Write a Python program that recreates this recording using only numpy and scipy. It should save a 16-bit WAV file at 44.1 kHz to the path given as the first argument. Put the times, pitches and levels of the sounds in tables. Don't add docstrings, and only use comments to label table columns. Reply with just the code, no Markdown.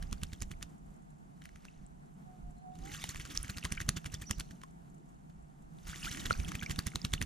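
import sys
import numpy as np
from scipy import signal
from scipy.fft import rfft, irfft, next_fast_len
from scipy.io import wavfile
from scipy.ndimage import uniform_filter1d

SR = 44100
rng = np.random.default_rng(int(sys.argv[2]) if len(sys.argv) > 2 else 0)


def file_out(sig):
    cols = np.atleast_2d(sig).T
    lim = np.clip(cols, -1, 1)
    pcm = np.round(lim * 32767).astype(np.int16)
    wavfile.write(sys.argv[1], SR, pcm)


def volts_from_decibels(level):
    exponent = np.asarray(level, float) / 20
    return 10 ** exponent


N = 319725

# frequency in Hz, density in dB per Hz.
WET = [(180, -28), (300, 6.5), (567, -16), (1050, -5.5), (1380, -4), (1630, -3), (2820, -3.5), (4360, -5.5),
       (5070, -8.5), (6100, -3.5), (8380, -9), (9580, -10), (11100, -18), (14600, -18.5), (16400, -49)]
# start in seconds, end in seconds.
DUNKS = [
    (2.9, 3.4),
    (5.85, 6.24),
]


def evened(x):
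    return x / np.sqrt(np.mean(x ** 2) + 1e-20)


def read(points, hz):
    f, value = np.transpose(points)
    return np.interp(np.log(hz + 1), np.log(f + 1), value)


def follow(rows, column=1):
    rows = np.array(rows)
    return np.interp(np.arange(N) / SR, rows[:, 0], rows[:, column])


def add(mix, start_s, sound):
    part = mix[max(round(start_s * SR), 0):][:len(sound)]
    part += sound[:len(part)]


def colour(x, points):
    size = next_fast_len(x.shape[-1] + 4096)
    gain = volts_from_decibels(read(points, np.fft.rfftfreq(size, 1 / SR)))
    return irfft(rfft(x, size) * gain, size)[..., :x.shape[-1]]


def ring(x, hz, width_hz):
    return signal.lfilter(*signal.iirpeak(min(hz, SR / 2.2), hz / width_hz, SR), x)


def ring_twice(x, hz, width_hz):
    return ring(ring(x, hz, width_hz), hz, width_hz)


def lumpy(rate_hz, depth_db):
    wander = signal.lfilter(*signal.butter(2, rate_hz, fs=SR), rng.standard_normal(N))
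    return evened(rng.standard_normal(N) * volts_from_decibels(depth_db * evened(wander)))


def flutter(length):
    return evened(uniform_filter1d(rng.standard_normal(N), size=length))


def bells(rows, width_s):
    t = np.arange(0, N, 64) / SR
    swell = sum(volts_from_decibels(db) * np.exp(-((t - s) / width_s) ** 2) for s, db in rows)
    return np.interp(np.arange(N) / SR, t, swell)


def dunked(s):
    return any(start < s < end for start, end in DUNKS)


def wing_beats():
    # time in seconds, crack peak in dB, crack colour in Hz, thrown water in dB.
    wading = [(0.0258, -41, 5000, -56), (0.1278, -28.5, 4700, -53.5), (0.218, -48, 2570, -64),
              (0.2337, -26.5, 7060, -53), (0.3325, -36.5, 4200, -56), (0.4205, -26, 7340, -48),
              (0.5145, -35, 2580, -53), (1.5587, -46, 2090, -70), (4.5096, -46, 1560, -59),
              (5.2979, -61.5, 1250, -72)]
    first_dip = [(2.7545, -51.5, 3900, -68.5), (2.7884, -48.5, 6760, -71), (2.8553, -47.5, 7410, -57),
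                 (2.9172, -38, 1950, -56), (2.9395, -37.5, 3430, -50), (3.04, -29, 2970, -56),
                 (3.0914, -29, 6860, -48.5), (3.1585, -30.5, 2330, -56), (3.1986, -34.5, 2090, -52.5),
                 (3.2522, -37.5, 1430, -54.5), (3.3018, -42, 3040, -50), (3.3505, -38.5, 5790, -50),
                 (3.4454, -38, 1960, -53.5), (3.4978, -33, 4500, -45), (3.5716, -35.5, 4320, -51.5),
                 (3.6508, -24, 2100, -41.5), (3.7219, -24, 5740, -44), (3.814, -32.5, 1880, -48.5),
                 (3.8833, -45, 3040, -63), (3.8903, -11.5, 6900, -46), (3.9687, -33.5, 1440, -44),
                 (4.0595, -33, 2920, -46), (4.123, -49, 2500, -56.5), (4.1414, -29, 5700, -50),
                 (4.2021, -53, 1280, -67), (4.2193, -39, 3630, -48), (4.3099, -19, 6230, -45.5),
                 (4.3834, -45, 5370, -59), (4.407, -33, 3110, -58)]
    second_dip = [(5.8704, -39, 2130, -52), (5.896, -40, 3140, -55), (5.9586, -38, 3200, -57),
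                  (6.0446, -38.5, 1360, -45), (6.1135, -33, 3700, -47), (6.1954, -43, 3690, -50.5),
                  (6.2585, -28.5, 3110, -40), (6.3011, -32.5, 2760, -52), (6.308, -28, 1400, -53),
                  (6.3204, -32, 4440, -51), (6.4003, -35, 2280, -55), (6.4833, -37, 2730, -45.5),
                  (6.5524, -29, 2190, -47.5), (6.6307, -32, 2250, -47.5), (6.6966, -32, 1350, -55),
                  (6.71, -29.5, 3140, -42), (6.79, -21, 4540, -44.5), (6.8681, -23, 7100, -41),
                  (6.957, -20, 3800, -49.5), (7.0491, -21.5, 4100, -45), (7.1366, -16.5, 3820, -42),
                  (7.215, -23.5, 2210, -49), (7.2241, -27.5, 6240, -50.5)]
    # time in seconds, crack peak in dB, crack colour in Hz.
    flicks = [(0.1121, -47, 6000), (0.3199, -51, 2510), (0.405, -45, 7500), (0.611, -49, 1530),
              (0.6266, -29, 3780), (1.4197, -45, 2320), (1.4397, -47, 7810), (1.455, -39, 2380),
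              (1.491, -48, 1960), (1.6519, -40, 1470), (2.9981, -52, 3070), (3.019, -38, 3640),
              (3.1459, -37.5, 1340), (3.4808, -41, 2400), (3.5828, -31, 4670), (3.638, -34.5, 2230),
              (3.706, -45, 1610), (3.751, -39, 1960), (3.8029, -27.5, 2060), (4.044, -41, 1450),
              (4.2958, -40.5, 1260), (4.3982, -26, 4800), (4.616, -46.5, 1670), (4.635, -40.5, 1040),
              (5.786, -51, 3510), (6.1472, -34.5, 2820), (6.172, -33, 1810), (6.24, -40, 3270),
              (6.5182, -31, 1400), (6.76, -36, 3660)]
    late_flick = (7.12, -44.5, 3200)
    beats = []
    for s, db, hz, throw_db in wading + first_dip + second_dip:
        push_db = -34.5 + .38 * (db + 32) + .28 * (throw_db + 48)
        push_db += -6 * dunked(s)
        beats.append((s, db, hz, throw_db, push_db))
    for s, db, hz in flicks + [late_flick]:
        beats.append((s, db, hz, db - 23.5, db - 21))
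    return sorted(beats)


def slaps():
    cracks, thrown, pushes = np.zeros((3, N))
    t = np.arange(2600) / SR
    beats = wing_beats()
    noise = rng.standard_normal((len(beats), 2, len(t)))
    for (s, db, hz, thrown_db, push_db), (crack_noise, tray_noise) in zip(beats, noise):
        burst = crack_noise * (t / .0004) * np.exp(-t / 0.00056)
        bright = hz / 3000 * ring(burst, 9850, 1300)
        burst = colour(burst + 3.0 * ring(burst, hz, 900) + bright, WET)
        burst = signal.lfilter(*signal.butter(2, min(900, hz / 7.5), "high", fs=SR), burst)
        add(cracks, s, volts_from_decibels(db) * burst / abs(burst).max())

        sheet_s = t / (1.85 if dunked(s) else 1)
        add(thrown, s - .008, volts_from_decibels(thrown_db) * (sheet_s / 0.0083) ** 2 * np.exp(2 - sheet_s / 0.0044))

        turns = 78 * (t - .012)
        puff = np.sin(2 * np.pi * turns) * np.exp(-(turns / .42) ** 2)
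        thrum = evened(ring_twice(tray_noise, 160, 90)) * (t / 0.0086) * np.exp(-t / 0.0089)
        add(pushes, s - .011, volts_from_decibels(push_db) * (.75 * thrum - puff))
    return cracks, thrown, pushes


def bubble(hz, cycles, rise_oct, soft_cycles):
    t = np.arange(int(max(cycles, 2) / hz * SR) + 8) / SR
    u = t / t[-1]
    phase = 2 * np.pi * np.cumsum(hz * 2 ** (rise_oct * u)) / SR
    return np.sin(phase) * (1 - np.exp(-t * hz / soft_cycles)) * volts_from_decibels(-24 * u)


def bubbles():
    # time in seconds, peak in dB, pitch in Hz.
    plain = [(0.1804, -50.5, 4540), (1.6841, -43.5, 2620), (1.8645, -46, 7700), (3.095, -32.5, 4130),
             (3.4299, -25, 9700), (3.6284, -34, 2680), (3.7762, -28.5, 2240), (3.773, -36, 1500),
             (3.78, -37, 2900), (4.2394, -45, 2360), (4.3313, -41.5, 2800), (6.3283, -26, 4400),
             (6.3378, -35.5, 2380), (6.448, -34, 3150), (6.594, -34.5, 3150), (6.6125, -37, 2270),
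             (7.0167, -32.5, 4910), (7.1491, -36, 4250), (7.179, -36.5, 2800)]
    # time in seconds, peak in dB, pitch in Hz, ring in cycles, rise in octaves.
    glides = [(3.3751, -11, 5570, 5.2, -0.05), (6.3082, -16, 1400, 9, -0.05), (4.3106, -27, 1840, 6, 0.05),
              (6.868, -28, 2000, 6, 0.05), (3.041, -37, 750, 3.1, 0.45), (6.308, -22.5, 620, 2, -0.6),
              (4.15, -44, 3400, 60, 0.12), (4.635, -48, 1035, 20, 0.069), (3.654, -40, 1007, 21, 0.21),
              (3.814, -41.5, 1780, 34, 0.63), (5.93, -38.5, 1280, 17, 0.96), (6.029, -35, 2650, 30, 0.4),
              (6.6247, -30, 1526, 9, .1), (6.9185, -40, 2090, 8, .1), (6.9357, -43, 1400, 6, .1),
              (3.022, -50, 3600, 90, .03), (2.897, -50, 2000, 35, .2), (0.4215, -34, 2250, 8, .05),
              (6.068, -37, 1280, 55, 1), (6.108, -48, 2980, 45, 0.53), (6.2, -41, 3780, 50, -0.1),
              (6.662, -31, 2230, 22, 0.13)]
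    # time in seconds, peak in dB, pitch in Hz, ring in cycles.
    early_drops = [(0.0375, -52.5, 2300, 6), (0.071, -51.5, 4820, 19), (0.174, -51.0, 1450, 7),
                   (0.2382, -38.0, 4020, 10), (0.2685, -46.5, 5000, 8), (0.297, -59.0, 2320, 25),
                   (0.3499, -49.5, 3220, 16), (0.361, -51.5, 7000, 10), (0.4053, -41.0, 5050, 14),
                   (0.4307, -39.5, 7350, 17), (0.4995, -56.0, 3000, 6), (0.524, -45.5, 3100, 12),
                   (0.5375, -45.0, 2180, 9), (0.6338, -39.5, 7010, 17)]
    first_drops = [(2.8235, -50.0, 3840, 15), (2.8602, -45.0, 7460, 30), (2.8936, -43.0, 2070, 8),
                   (2.9315, -33.5, 6090, 13), (2.9665, -37.0, 3680, 12), (2.9985, -43.0, 6000, 4),
                   (3.0298, -35.5, 3560, 14), (3.0755, -34.5, 3000, 4), (3.0912, -27.0, 6890, 26),
                   (3.1091, -37.5, 6780, 27), (3.159, -45.5, 9650, 20), (3.1979, -40.5, 9650, 23),
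                   (3.2115, -35.5, 2500, 4), (3.2144, -49.0, 4480, 31), (3.2593, -45.5, 1380, 7),
                   (3.3207, -44.0, 9880, 31), (3.3411, -41.0, 6090, 24), (3.3531, -44.0, 9880, 29),
                   (3.3621, -37.0, 2410, 6), (3.383, -37.5, 6430, 26), (3.3905, -42.5, 9990, 20),
                   (3.4374, -41.0, 1490, 6), (3.4813, -44.0, 6780, 12), (3.5022, -34.5, 4360, 13),
                   (3.5087, -40.5, 6890, 28), (3.5172, -43.5, 6780, 21), (3.5466, -44.0, 2640, 11),
                   (3.5671, -48.0, 1950, 8), (3.609, -43.0, 5570, 10), (3.6414, -44.0, 9300, 35),
                   (3.6514, -44.0, 9420, 40), (3.6559, -34.5, 1150, 8), (3.7287, -42.0, 7240, 40),
                   (3.7705, -43.0, 4800, 10), (3.7819, -43.0, 1490, 15), (3.815, -30.5, 6320, 15),
                   (3.8963, -32.0, 9760, 37), (3.9597, -42.0, 3330, 13), (3.9712, -34.0, 6890, 28),
                   (4.059, -36.0, 1490, 6), (4.0643, -49.0, 7010, 40), (4.0665, -46.0, 1700, 8),
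                   (4.0999, -45.0, 2640, 11), (4.1468, -30.5, 4710, 13), (4.1523, -33.5, 7120, 7),
                   (4.2201, -35.5, 7580, 16), (4.491, -50.0, 3000, 4)]
    second_drops = [(5.8915, -37.0, 3800, 6), (5.9287, -41.5, 4590, 11), (5.9432, -33.5, 1950, 8),
                    (5.9651, -44.0, 7010, 35), (6.0365, -33.0, 4940, 20), (6.0465, -29.0, 2410, 10),
                    (6.0794, -29.0, 3220, 7), (6.0862, -40.0, 1950, 27), (6.1143, -34.0, 3900, 23),
                    (6.1395, -37.0, 7300, 10), (6.1487, -32.5, 1720, 7), (6.1587, -42.5, 10110, 38),
                    (6.1727, -42.5, 1840, 7), (6.1772, -35.0, 1840, 7), (6.2156, -36.5, 2990, 15),
                    (6.242, -45.0, 6780, 27), (6.2572, -28.0, 5510, 10), (6.265, -29.5, 3330, 13),
                    (6.3153, -33.5, 5630, 15), (6.3213, -38.5, 5970, 19), (6.3518, -35.0, 1490, 6),
                    (6.3762, -41.5, 5860, 29), (6.4331, -38.0, 5630, 12), (6.4376, -42.0, 1380, 7),
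                    (6.4471, -39.5, 9650, 20), (6.4535, -43.5, 2530, 18), (6.484, -44.5, 6200, 23),
                    (6.49, -32.0, 3220, 8), (6.5438, -36.0, 1950, 10), (6.5578, -40.0, 2530, 15),
                    (6.6037, -37.0, 6200, 20), (6.6246, -45.5, 3560, 28), (6.6618, -28.0, 5280, 6),
                    (6.7114, -32.5, 1840, 9), (6.7194, -33.0, 7010, 26), (6.7605, -40.0, 3560, 20),
                    (6.7992, -37.0, 2640, 11), (6.842, -52.0, 4000, 8), (6.8746, -41.0, 7010, 21),
                    (6.8786, -41.5, 7690, 21), (6.8846, -42.5, 3450, 14), (6.902, -50.5, 9190, 35),
                    (6.952, -40.5, 4900, 6), (7.0582, -40.5, 1610, 6), (7.0691, -45.0, 5170, 19),
                    (7.142, -40.0, 9650, 23), (7.2298, -31.5, 5510, 6)]
    rise_oct = 0.1
    rows = [(s, db, hz, 15, rise_oct) for s, db, hz in plain] + glides
    for s, db, hz, cycles in early_drops + first_drops + second_drops:
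        rows.append((s, db - 1.5, hz, cycles, rise_oct))
    out = np.zeros(N)
    for s, db, hz, cycles, rise in rows:
        add(out, s, volts_from_decibels(db) * bubble(hz, cycles, rise, min(.8, cycles / 14)))
    return out


def water(drops_per_s, spread_db, hiss, blobs):
    out = hiss * lumpy(120, 2.6)
    for share, top_hz, rate, cycles in ((1, 14000, drops_per_s, 9), (blobs, 5500, 14, 16)):
        layer = np.zeros(N)
        for hz in np.geomspace(1100, top_hz, num=18):
            count = int(rate * N / SR)
            size = volts_from_decibels(spread_db * np.minimum(rng.exponential(size=count), 3.5))
            at = rng.integers(0, N, count)
            drop = bubble(hz, cycles * rng.uniform(.5, 1.6), .35, 1.2) * hz
            index = at[:, None] + np.arange(len(drop))
            layer += np.bincount(index.ravel(), np.outer(size, drop).ravel(), N)[:N]
        out = out + share * evened(layer)
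    return evened(colour(out, WET))


def spray(thrown):
    # time in seconds, level in dB, tilt in dB per octave.
    showers = [
        [(0.0, -69.5, -3.5), (0.33, -76, 8), (0.75, -88, 9)],
        [(1.38, -80, 1), (1.638, -70.5, -2), (1.85, -79.5, -3)],
        [(2.7, -85, 3), (2.87, -58, -2), (3.02, -52.5, 2), (3.17, -62, -1), (3.42, -56, 0), (3.52, -61, -1),
         (3.72, -61, -2.5), (4.01, -69, 2), (4.23, -69, 4), (4.7, -80.5, 4.5)],
        [(5.72, -91.5, 13), (5.886, -57.5, -3.5), (6.042, -51.5, 3), (6.166, -54.3, 1), (6.682, -60.5, -1.5),
         (6.926, -63.5, 1), (7.25, -66, 0.5)],
    ]
    lapping_db = -84.5
    shower = water(320, 4.4, .48, .3)
    torn = water(300, 4.3, .58, .22)
    rows = []
    for part in showers:
        rows += [(part[0][0] - .03, lapping_db, 0), *part, (part[-1][0] + 0.027, lapping_db, 0)]
    dull = signal.lfilter(*signal.butter(1, 3500, fs=SR), shower)
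    tilt = volts_from_decibels(np.clip(follow(rows, column=2), -12, 12))
    return volts_from_decibels(follow(rows)) * (dull / tilt + (shower - dull) * tilt) + thrown * torn


def slosh():
    # time in seconds, level in dB.
    heaves = [(2.86, -56), (3.3, -58), (4.98, -62.5), (6.2, -52), (6.5, -56)]
    return bells(heaves, 0.074) * evened(ring_twice(rng.standard_normal(N), 280, 120))


def ticks():
    tick_times = [0.6914, 0.7796, 0.86, 0.9049, 0.9393, 0.9622, 1.0216, 1.1029, 1.1822, 1.8231, 2.0595,
                  2.1393, 2.506, 2.5813, 4.7062, 4.8988, 4.9432, 4.9796, 5.0579, 5.0899, 5.4231, 5.6211,
                  5.7703]
    out, t = np.zeros(N), np.arange(900) / SR
    for s, noise in zip(tick_times, rng.standard_normal((len(tick_times), len(t)))):
        tick = noise * (t / .002) * np.exp(-t / .003)
        tick = ring_twice(tick, 7500, 2000) + .5 * ring_twice(tick, 9900, 1800)
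        add(out, s - .001, volts_from_decibels(-65.5 + 2 * noise[0]) * tick / abs(tick).max())
    return out


def whistle(rows, waver):
    hz = follow(rows) * (1 + waver * flutter(300))
    rows = [(rows[0][0] - .01, 0, -110), *rows, (rows[-1][0] + .01, 0, -110)]
    return np.sqrt(2) * volts_from_decibels(follow(rows, column=2)) * np.sin(2 * np.pi * np.cumsum(hz) / SR)


def thin_calls():
    # time in seconds, pitch in Hz, level in dB.
    peep = [(2.563, 4150, -92), (2.577, 4150, -79), (2.592, 4150, -92), (2.6, 4150, -110)]
    call = [(4.25, 4200, -110), (4.255, 4400, -66), (4.265, 5800, -63), (4.27, 5850, -54),
            (4.293, 5850, -53), (4.3, 5840, -80), (4.31, 5840, -110)]
    answer = [(4.345, 3800, -110), (4.356, 4200, -68), (4.372, 5200, -70), (4.38, 4000, -100),
              (4.43, 4050, -80), (4.452, 4200, -75), (4.47, 4100, -95)]
    return whistle(peep + call + answer, .003)


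def far_dove():
    # start in seconds, length in seconds, first pitch in Hz, last pitch in Hz, level in dB.
    dove_coos = [(2.258, .115, 748, 733, -61), (2.42, .12, 716, 715, -66), (2.55, .06, 715, 716, -69),
                 (2.615, .165, 740, 736, -55), (2.785, .155, 728, 855, -59.5)]
    # share of length 0-1, level in dB.
    coo_swell = [(0, -13), (.3, 0), (.82, -3), (1, -17)]
    rows = []
    for s, length_s, hz, last_hz, db in dove_coos:
        for u, swell_db in coo_swell:
            rows.append((s + u * length_s, hz + u * (last_hz - hz), db + swell_db))
    return whistle(rows, 0.0034)


def breeze():
    # time in seconds, level in dB.
    puffs = [(0.04, -40), (0.14, -43), (0.28, -47), (0.44, -43), (0.58, -48.5), (0.88, -54), (1.82, -54),
             (2.5, -46), (2.85, -43.5), (3.2, -53), (3.41, -46.5), (3.74, -46), (3.86, -48), (4.2, -54),
             (4.41, -49), (5.42, -52), (5.65, -56), (5.88, -51), (6.07, -53), (6.26, -48), (6.42, -44),
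             (6.74, -47), (7.15, -44), (7.25, -39)]
    # frequency in Hz, density in dB per Hz.
    gust = [(8.8, -42.5), (15, -3.5), (48, 2.5), (109, -14), (128, -23), (146, -15.5), (200, -21.5),
            (260, -48), (440, -120)]
    return (volts_from_decibels(-62) + bells(puffs, .055)) * evened(colour(lumpy(6.1, 3.0), gust))


def port_hiss():
    return volts_from_decibels(-33) * evened(ring_twice(lumpy(25, 1.7), 7200, 2400))


def town():
    # frequency in Hz, density in dB per Hz.
    hum_spectrum = [(59, -49.5), (100, -20), (153, 3.5), (309, -16.5), (567, -31), (707, -22.5),
                    (1020, -31.5), (1430, -33.5), (2470, -41.5), (5420, -47), (7490, -43.5), (12400, -48.5),
                    (16500, -62)]
    # frequency in Hz, level in dB.
    hum_side = [(60, -9), (110, -9.5), (200, -2.5), (380, 2), (700, 10.5), (1290, 8.5), (2380, 3.5),
                (4400, -3.5), (8120, 2.5), (15000, -6.5)]
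    # time in seconds, level in dB.
    hum_level = [(0.0, -53.5), (0.32, -56.5), (1.35, -59.5), (3.84, -56.5), (4.4, -57.5), (5.63, -59),
                 (6.34, -51), (7.25, -57)]
    hum = [evened(colour(lumpy(8.8, 1.37), hum_spectrum)) for port in range(2)]
    swell = volts_from_decibels(follow(hum_level) + 2.0)
    return swell * (hum[0] + port_hiss()), swell * (colour(hum[1], hum_side) + port_hiss())


def garden(x, t60_s, far_hz):
    t = np.arange(SR // 2) / SR
    tail = rng.standard_normal((2, len(t))) * volts_from_decibels(-60 * t / t60_s) * (t > .012)
    tail = signal.lfilter(*signal.butter(1, far_hz, fs=SR), tail)
    return signal.fftconvolve(x[None], tail / np.linalg.norm(tail[0]), axes=1)[:, :N]


def ports(x):
    # frequency in Hz, level in dB, lead in radians, following share 0-1.
    port_rows = [(55, -13, 3.2, .65), (170, -8, 3.4, .6), (320, -4, 3.1, .5), (520, 3, 3.0, .3),
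                 (740, 4, 2.1, .8), (1050, 5, 1.9, .8), (1400, -1, 1.5, .92), (2100, -4, 1.45, .85),
                 (3000, -7.5, 1.45, .7), (4300, -12.5, 2.1, .62), (5800, -4.5, 2.8, .75),
                 (7400, -3.5, 2.0, .35), (9500, -5, 4.1, .3), (13000, -3.5, 3.0, .2)]
    hz, _, z = signal.stft(x, SR, nperseg=256)
    f, db, lead, share = np.transpose(port_rows)
    db, lead, share = (read(np.c_[f, c], hz)[:, None] for c in (db, lead, share))
    drift = uniform_filter1d(rng.standard_normal((2, *z.shape)), size=3, axis=1)
    drift = uniform_filter1d(drift, size=3, axis=2)
    loose = np.exp(1j * np.arctan2(*drift))
    z = z * volts_from_decibels(db) * (share * np.exp(1j * lead) + 1.1 * np.sqrt(1 - share ** 2) * loose)
    return signal.istft(z, SR, nperseg=256)[1][:N]


def scene():
    cracks, thrown, pushes = slaps()
    call, dove = thin_calls(), far_dove()
    near = cracks + bubbles() + spray(thrown) + ticks() + call
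    back = volts_from_decibels(-28) * garden(near, .2, 6000)
    back = back + volts_from_decibels(-5) * garden(call * flutter(70), .5, 9000)
    back = back + volts_from_decibels(-19) * garden(dove, .25, 3000)
    total, apart = town()
    direct = near + pushes + dove + breeze() + slosh() + back[0]
    apart = apart + ports(direct + 0.5 * total) + .7 * back[1]
    return np.array([total + direct + apart, total + direct - apart])


def band_limit(x):
    return signal.sosfilt(signal.butter(12, 16520, fs=SR, output="sos"), x)


def record(dry):
    hz, _, z = signal.stft(dry, SR, nperseg=2048)
    power = uniform_filter1d((abs(z) ** 2).mean(0), size=40, axis=0)
    faint = np.percentile(power[np.argmin(abs(hz - 12700))], 24)
    kept = (hz[:, None] < 11800) | (power > faint)
    kept = np.minimum.accumulate(kept[::32], axis=0).repeat(32, axis=0)[:len(hz)]
    mix = signal.istft(z * kept, SR, nperseg=2048)[1][:, :N]
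    return band_limit(mix)


dry = scene()
out = record(dry)
file_out(out)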